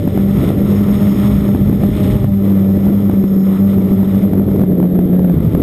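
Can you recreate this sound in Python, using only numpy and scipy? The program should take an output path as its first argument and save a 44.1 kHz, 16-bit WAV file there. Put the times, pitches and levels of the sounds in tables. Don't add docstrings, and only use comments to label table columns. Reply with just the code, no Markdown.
import sys
import numpy as np
from scipy import signal
from scipy.fft import rfft, irfft, next_fast_len
from scipy.io import wavfile

SR = 44100
rng = np.random.default_rng(int(sys.argv[2]) if len(sys.argv) > 2 else 0)


def makeup_ratio(level_db):
    decades = np.asarray(level_db, float) / 20
    return 10 ** decades


def persist_wave(psi):
    counts = np.round(np.clip(psi, -1, 1) * 32767).astype(np.int16)
    wavfile.write(sys.argv[1], SR, np.atleast_2d(counts).T)


N = 247842


def in_time(rows):
    s, *columns = np.transpose(rows)
    return [np.interp(np.arange(N) / SR, s, c) for c in columns]


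def rms_one(x):
    return x / np.sqrt(np.mean(x ** 2) + 1e-20)


def drift(corner_hz):
    r = np.exp(-2 * np.pi * corner_hz / SR)
    noise = rng.standard_normal(N + SR)
    slow = signal.lfilter([1], [1, -2 * r, r * r], noise)[SR:]
    return rms_one(slow - slow.mean())


def coloured(spectrum):
    size = next_fast_len(N)
    hz, db = np.transpose(spectrum)
    bin_hz = np.arange(1, size // 2 + 2) * SR / size
    shape_db = np.interp(np.log(bin_hz), np.log(hz), db)
    return rms_one(irfft(rfft(rng.standard_normal(size)) * makeup_ratio(shape_db), size)[:N])


def rotors(blade_hz, blade_db, shaft_db, third_db, wander_hz, flutter_db):
    # order/blade rate, level/dB re 3rd harmonic
    overtones = [(1.5, 4.5), (2, 5), (2.5, -16.5), (4, -10), (9, -22), (10, -23.5), (21, -30)]
    angle = 2 * np.pi * np.cumsum(blade_hz + wander_hz * drift(8.71)) / SR
    phases = rng.uniform(0, 2 * np.pi, len(overtones) + 1)
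    blade = makeup_ratio(blade_db) * np.sin(angle)
    shaft = makeup_ratio(shaft_db + 1.8 * drift(2.2)) * np.sin(angle / 2 + phases[-1])
    upper = np.sin(3 * angle)
    for (order, db), phase in zip(overtones, phases):
        upper = upper + makeup_ratio(db) * np.sin(order * angle + phase)
    flutter = makeup_ratio(flutter_db * drift(12.6))
    tones = blade + shaft + makeup_ratio(third_db + 1.8 * drift(16.0)) * upper
    return np.sqrt(2) * flutter * tones, angle


def blade_octave(blade_hz, blade_db, angle):
    cruise_hz, db_at_cruise, db_per_hz = 196.2, -21.0, -0.4
    octave_db = blade_db + db_at_cruise + db_per_hz * (blade_hz - cruise_hz)
    return np.sqrt(2) * makeup_ratio(octave_db) * np.sin(2 * angle - 3.6)


def downwash():
    # t/s, low level/dB, higher level/dB
    wash = [(0.0, -31.5, -24), (0.2, -21.5, -23), (0.6, -17, -19), (1.0, -20.5, -22.5), (1.5, -15.5, -22),
            (1.9, -19.5, -23), (2.25, -16.5, -34), (2.45, -32, -21), (2.8, -22, -20), (3.1, -30, -23),
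            (3.5, -32, -24), (3.8, -25, -20.5), (4.0, -28, -21), (4.5, -20.5, -18), (4.65, -25, -17.5),
            (5.0, -43.5, -17.5), (5.2, -22, -20), (5.48, -15, -19), (5.62, -17, -14)]
    # t/s, low change/dB, higher change/dB
    gusts = [(0.03, 9, 2), (0.24, -1, 0.5), (0.39, 6.5, 5.5), (0.44, 3, 6), (0.5, -3, 4), (1.09, 9, 4.5),
             (1.27, 4, -12), (1.35, 8, 0), (1.7, 7, 6), (1.83, -2, 3.5), (1.89, 3.5, -10), (2.0, 2, 5),
             (2.07, 1, 10.5), (2.14, 6, 9.5), (2.79, 3, -0.5), (2.9, 8.5, 7), (3.15, 3, 0), (3.5, 3, 6)]
    # f/Hz, relative density/dB
    thud_spectrum = [(15, -26), (25, -27.5), (50, -2), (85, 2.5), (140, 3.5), (190, -3), (260, -5),
                     (400, -57)]
    rush_spectrum = [(80, -22), (150, 1), (230, -0.5), (300, -2), (400, -5.5), (520, -11.5), (700, -21.5),
                     (900, -41.5), (1500, -59)]
    low_db, high_db = in_time(wash)
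    gust_s, low_gust_db, high_gust_db = np.transpose(gusts)
    half_length_s = 0.028
    bumps = np.exp(-((np.arange(N)[:, None] / SR - gust_s) / half_length_s) ** 2)
    thud_db = low_db + bumps @ low_gust_db + 1.16 * drift(8.2)
    rush_db = high_db + bumps @ high_gust_db + 1.2 * drift(7.0) + 1.65 * drift(34.0)
    return makeup_ratio(thud_db) * coloured(thud_spectrum) + makeup_ratio(rush_db) * coloured(rush_spectrum)


def blade_tips(angle):
    # t/s, hiss level/dB, cut of the dull part/dB
    tips = [(0.0, -40.5, 7), (0.25, -41.5, 1), (0.42, -33, 1), (0.58, -40.5, 1.5), (0.72, -34, -0.5),
            (0.95, -36.5, -1), (1.05, -33, 1), (1.31, -35, 1), (1.45, -38, 1), (1.7, -40.5, -1),
            (1.9, -37.5, 4), (2.05, -34.5, 7.5), (2.17, -36.5, 2.5), (2.28, -44.5, 0), (2.6, -41, -1),
            (3.1, -42, -2), (3.42, -45.5, -4), (3.5, -36.5, -6), (3.64, -44.5, -4), (3.71, -37, -1),
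            (3.8, -40, -3), (4.23, -41, -0.5), (4.35, -47, -5), (4.6, -44, -1.5), (4.68, -48, -2.5),
            (5.62, -43.5, -2)]
    # f/Hz, relative density/dB
    hiss_spectrum = [(410, -21.5), (700, -5.5), (786, -8), (900, -7), (1330, -5), (1600, -18.5),
                     (1820, -11.5), (2090, -10.5), (2660, -19), (3500, -13.5), (4100, -22), (4550, -35),
                     (5000, -23.5), (5600, -23), (5950, -35.5), (7700, -77)]
    hiss_db, bright_db = in_time(tips)
    chop_depth = np.clip(0.42 + 0.1 * (hiss_db - hiss_db.mean()), 0, 1)
    puffs = rms_one(np.exp(0.71 * np.cos(angle + 1.0)))
    hiss = coloured(hiss_spectrum)
    dull = signal.sosfiltfilt(signal.butter(2, 1550, fs=SR, output="sos"), hiss)
    chopped = (hiss - dull) * (1 - chop_depth + chop_depth * puffs)
    tip_db = hiss_db + 1.24 * drift(14.0) + 0.99 * drift(55.0)
    return makeup_ratio(tip_db) * (makeup_ratio(-bright_db) * dull + chopped)


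def whistle(far_hz):
    # t/s, level/dB
    breath_levels = [(0.0, -61), (0.25, -59), (0.44, -53), (0.57, -61), (0.7, -54), (1.25, -51.5),
                     (1.6, -59.5), (2.1, -58), (2.3, -61), (2.8, -56), (3.1, -58.5), (3.7, -57),
                     (4.2, -57.5), (4.4, -64), (4.62, -61), (4.7, -71), (5.2, -72.5), (5.62, -66)]
    whine_order, frame_hz, frame_width_hz = 28, 5297, 67
    hz = whine_order * far_hz + 12.0 * drift(6.0)
    angle = 2 * np.pi * np.cumsum(hz) / SR
    whine = drift(25.0) * np.sin(angle) + drift(25.0) * np.cos(angle)
    thin = whine / np.hypot(1, (hz - frame_hz) / frame_width_hz)
    band = signal.butter(2, [4850, 5700], "band", fs=SR, output="sos")
    breath = rms_one(signal.sosfilt(band, rng.standard_normal(N)))
    whine_db = 0.5
    return makeup_ratio(in_time(breath_levels)[0]) * (makeup_ratio(whine_db) * thin + breath)


def slapped(x):
    # t/s, peak pressure/full scale ahead of gain control (push +, pull -)
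    eddies = [(0.077, 1.02), (0.1767, -0.98), (0.5044, 1.5), (0.8971, 0.29), (1.5496, -1.3), (1.6975, 0.97),
              (1.729, 0.66), (1.8376, 1.24), (1.8916, 0.82), (2.2447, -0.92), (2.776, -0.92),
              (2.8681, 0.69), (3.0984, -1.22), (3.1375, -0.83), (3.2408, -0.9), (3.366, -0.47),
              (3.9134, -0.65), (4.0317, 0.82), (4.3347, 0.79), (4.357, -0.56), (4.398, -0.69),
              (4.596, -1.04), (4.6373, 1), (4.8018, -0.54), (4.829, -0.93), (4.9372, -0.7), (4.9912, -1.4),
              (5.0592, -0.82), (5.094, 0.42), (5.1382, -0.02), (5.194, -0.8), (5.248, -0.8), (5.2987, -0.7),
              (5.3421, -0.85), (5.5507, -1.7)]
    random_per_s, random_rms, width_s = 2.0, 0.44, 0.00095
    s, pressure = np.transpose(eddies)
    kicks = random_rms * rng.standard_normal(N) * (rng.random(N) < random_per_s / SR)
    kicks[(s * SR).astype(int)] = pressure
    u = np.arange(-400, 401) / (width_s * SR)
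    slaps = np.convolve(kicks, (1 - 0.78 * u ** 2) * np.exp(-u ** 2 / 2), "same")
    shut = np.convolve(kicks != 0, 0.23 * np.exp(-(u / 1.6) ** 2), "same")
    return slaps + x * np.clip(1 - shut, 0, 1)


def levelled(x, time_constant_s, squeeze, usual_db):
    r = np.exp(-1 / (time_constant_s * SR))
    power = signal.lfilter([1 - r], [1, -r], x ** 2, zi=[[r * makeup_ratio(usual_db) ** 2]])[0]
    excess_db = 10 * np.log10(power + 1e-9) - usual_db
    return x * makeup_ratio(-squeeze * excess_db)


def coarse_input(x):
    smooth = signal.sosfilt(signal.butter(6, 5830, fs=SR, output="sos"), x)
    coarse = signal.resample_poly(smooth, 40, 147, axis=1, padtype="edge")
    overload = 0.622
    held = np.repeat(np.clip(coarse, -overload, overload), 4, axis=1)
    played = signal.resample_poly(held, 147, 160, axis=1, padtype="edge")
    played = np.pad(played, ((0, 0), (0, 8)), "edge")[:, :N]
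    low_pass = signal.cheby2(16, 25, 15400, fs=SR, output="sos")
    return signal.sosfiltfilt(low_pass, played)


def scene():
    # t/s, near blade rate/Hz, far blade rate/Hz
    speeds = [(0.0, 196, 193.5), (0.3, 197, 193), (0.5, 201, 192.5), (0.8, 202.7, 190), (1.12, 203.5, 189),
              (1.5, 200, 192.5), (1.75, 199, 193), (1.95, 206, 192.5), (2.12, 206, 193), (2.3, 198, 196),
              (2.5, 194.4, 194), (2.75, 194.6, 194), (2.9, 200, 195), (3.0, 200, 197), (3.37, 191, 188),
              (3.72, 196.4, 194), (3.87, 191.6, 201.7), (4.1, 191, 206), (4.37, 192, 203),
              (4.48, 199.5, 198), (4.75, 180.4, 203), (5.0, 179, 205), (5.25, 181.4, 209), (5.37, 165, 213),
              (5.62, 168, 219)]
    # t/s, near blade/dB, far blade/dB, near shaft wobble/dB, near 3rd harmonic/dB
    loudness = [(0.0, -27, -45, -25, -43), (0.25, -15.5, -55, -26, -41.5), (0.5, -19.5, -25, -32, -39.5),
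                (0.75, -13.5, -28.5, -20.5, -40), (1.2, -14, -21.5, -25.5, -33),
                (1.75, -15, -31, -26.5, -41.5), (2.1, -25, -15.5, -30, -34.5),
                (2.37, -11.5, -47, -21.5, -41), (2.75, -11, -41.5, -22, -33.5), (3.0, -12.5, -29, -22, -45),
                (3.35, -12.5, -44, -37.5, -44), (3.65, -11, -36.5, -27, -38),
                (3.95, -10, -17.5, -21.5, -39.5), (4.25, -14.5, -21.5, -20.5, -38.5),
                (4.4, -18.5, -26, -24, -42.5), (4.55, -14.5, -27, -18.5, -43.5),
                (4.75, -13.5, -26.5, -34, -41), (5.1, -11.5, -33, -33.5, -36.5),
                (5.27, -12, -39, -31, -34.5), (5.44, -16, -23, -23, -43.5), (5.62, -25, -26.5, -27, -43)]
    near_hz, far_hz = in_time(speeds)
    near_db, far_db, wobble_db, third_db = in_time(loudness)
    near, angle = rotors(near_hz, near_db, wobble_db, third_db, wander_hz=1.507, flutter_db=2.0)
    far, _ = rotors(far_hz, far_db, shaft_db=far_db - 8.5, third_db=-41.5, wander_hz=1.488, flutter_db=1.5)
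    hum = near + blade_octave(near_hz, near_db, angle) + far
    return slapped(hum + downwash() + blade_tips(angle) + whistle(far_hz))[None]


def top_cut(x):
    return signal.sosfilt(signal.butter(12, 15700, fs=SR, output="sos"), x)


def record(dry):
    even = levelled(dry, time_constant_s=0.044, squeeze=0.56, usual_db=-10.0)
    mix = coarse_input(even)
    return top_cut(mix)


dry = scene()
out = record(dry)
persist_wave(out)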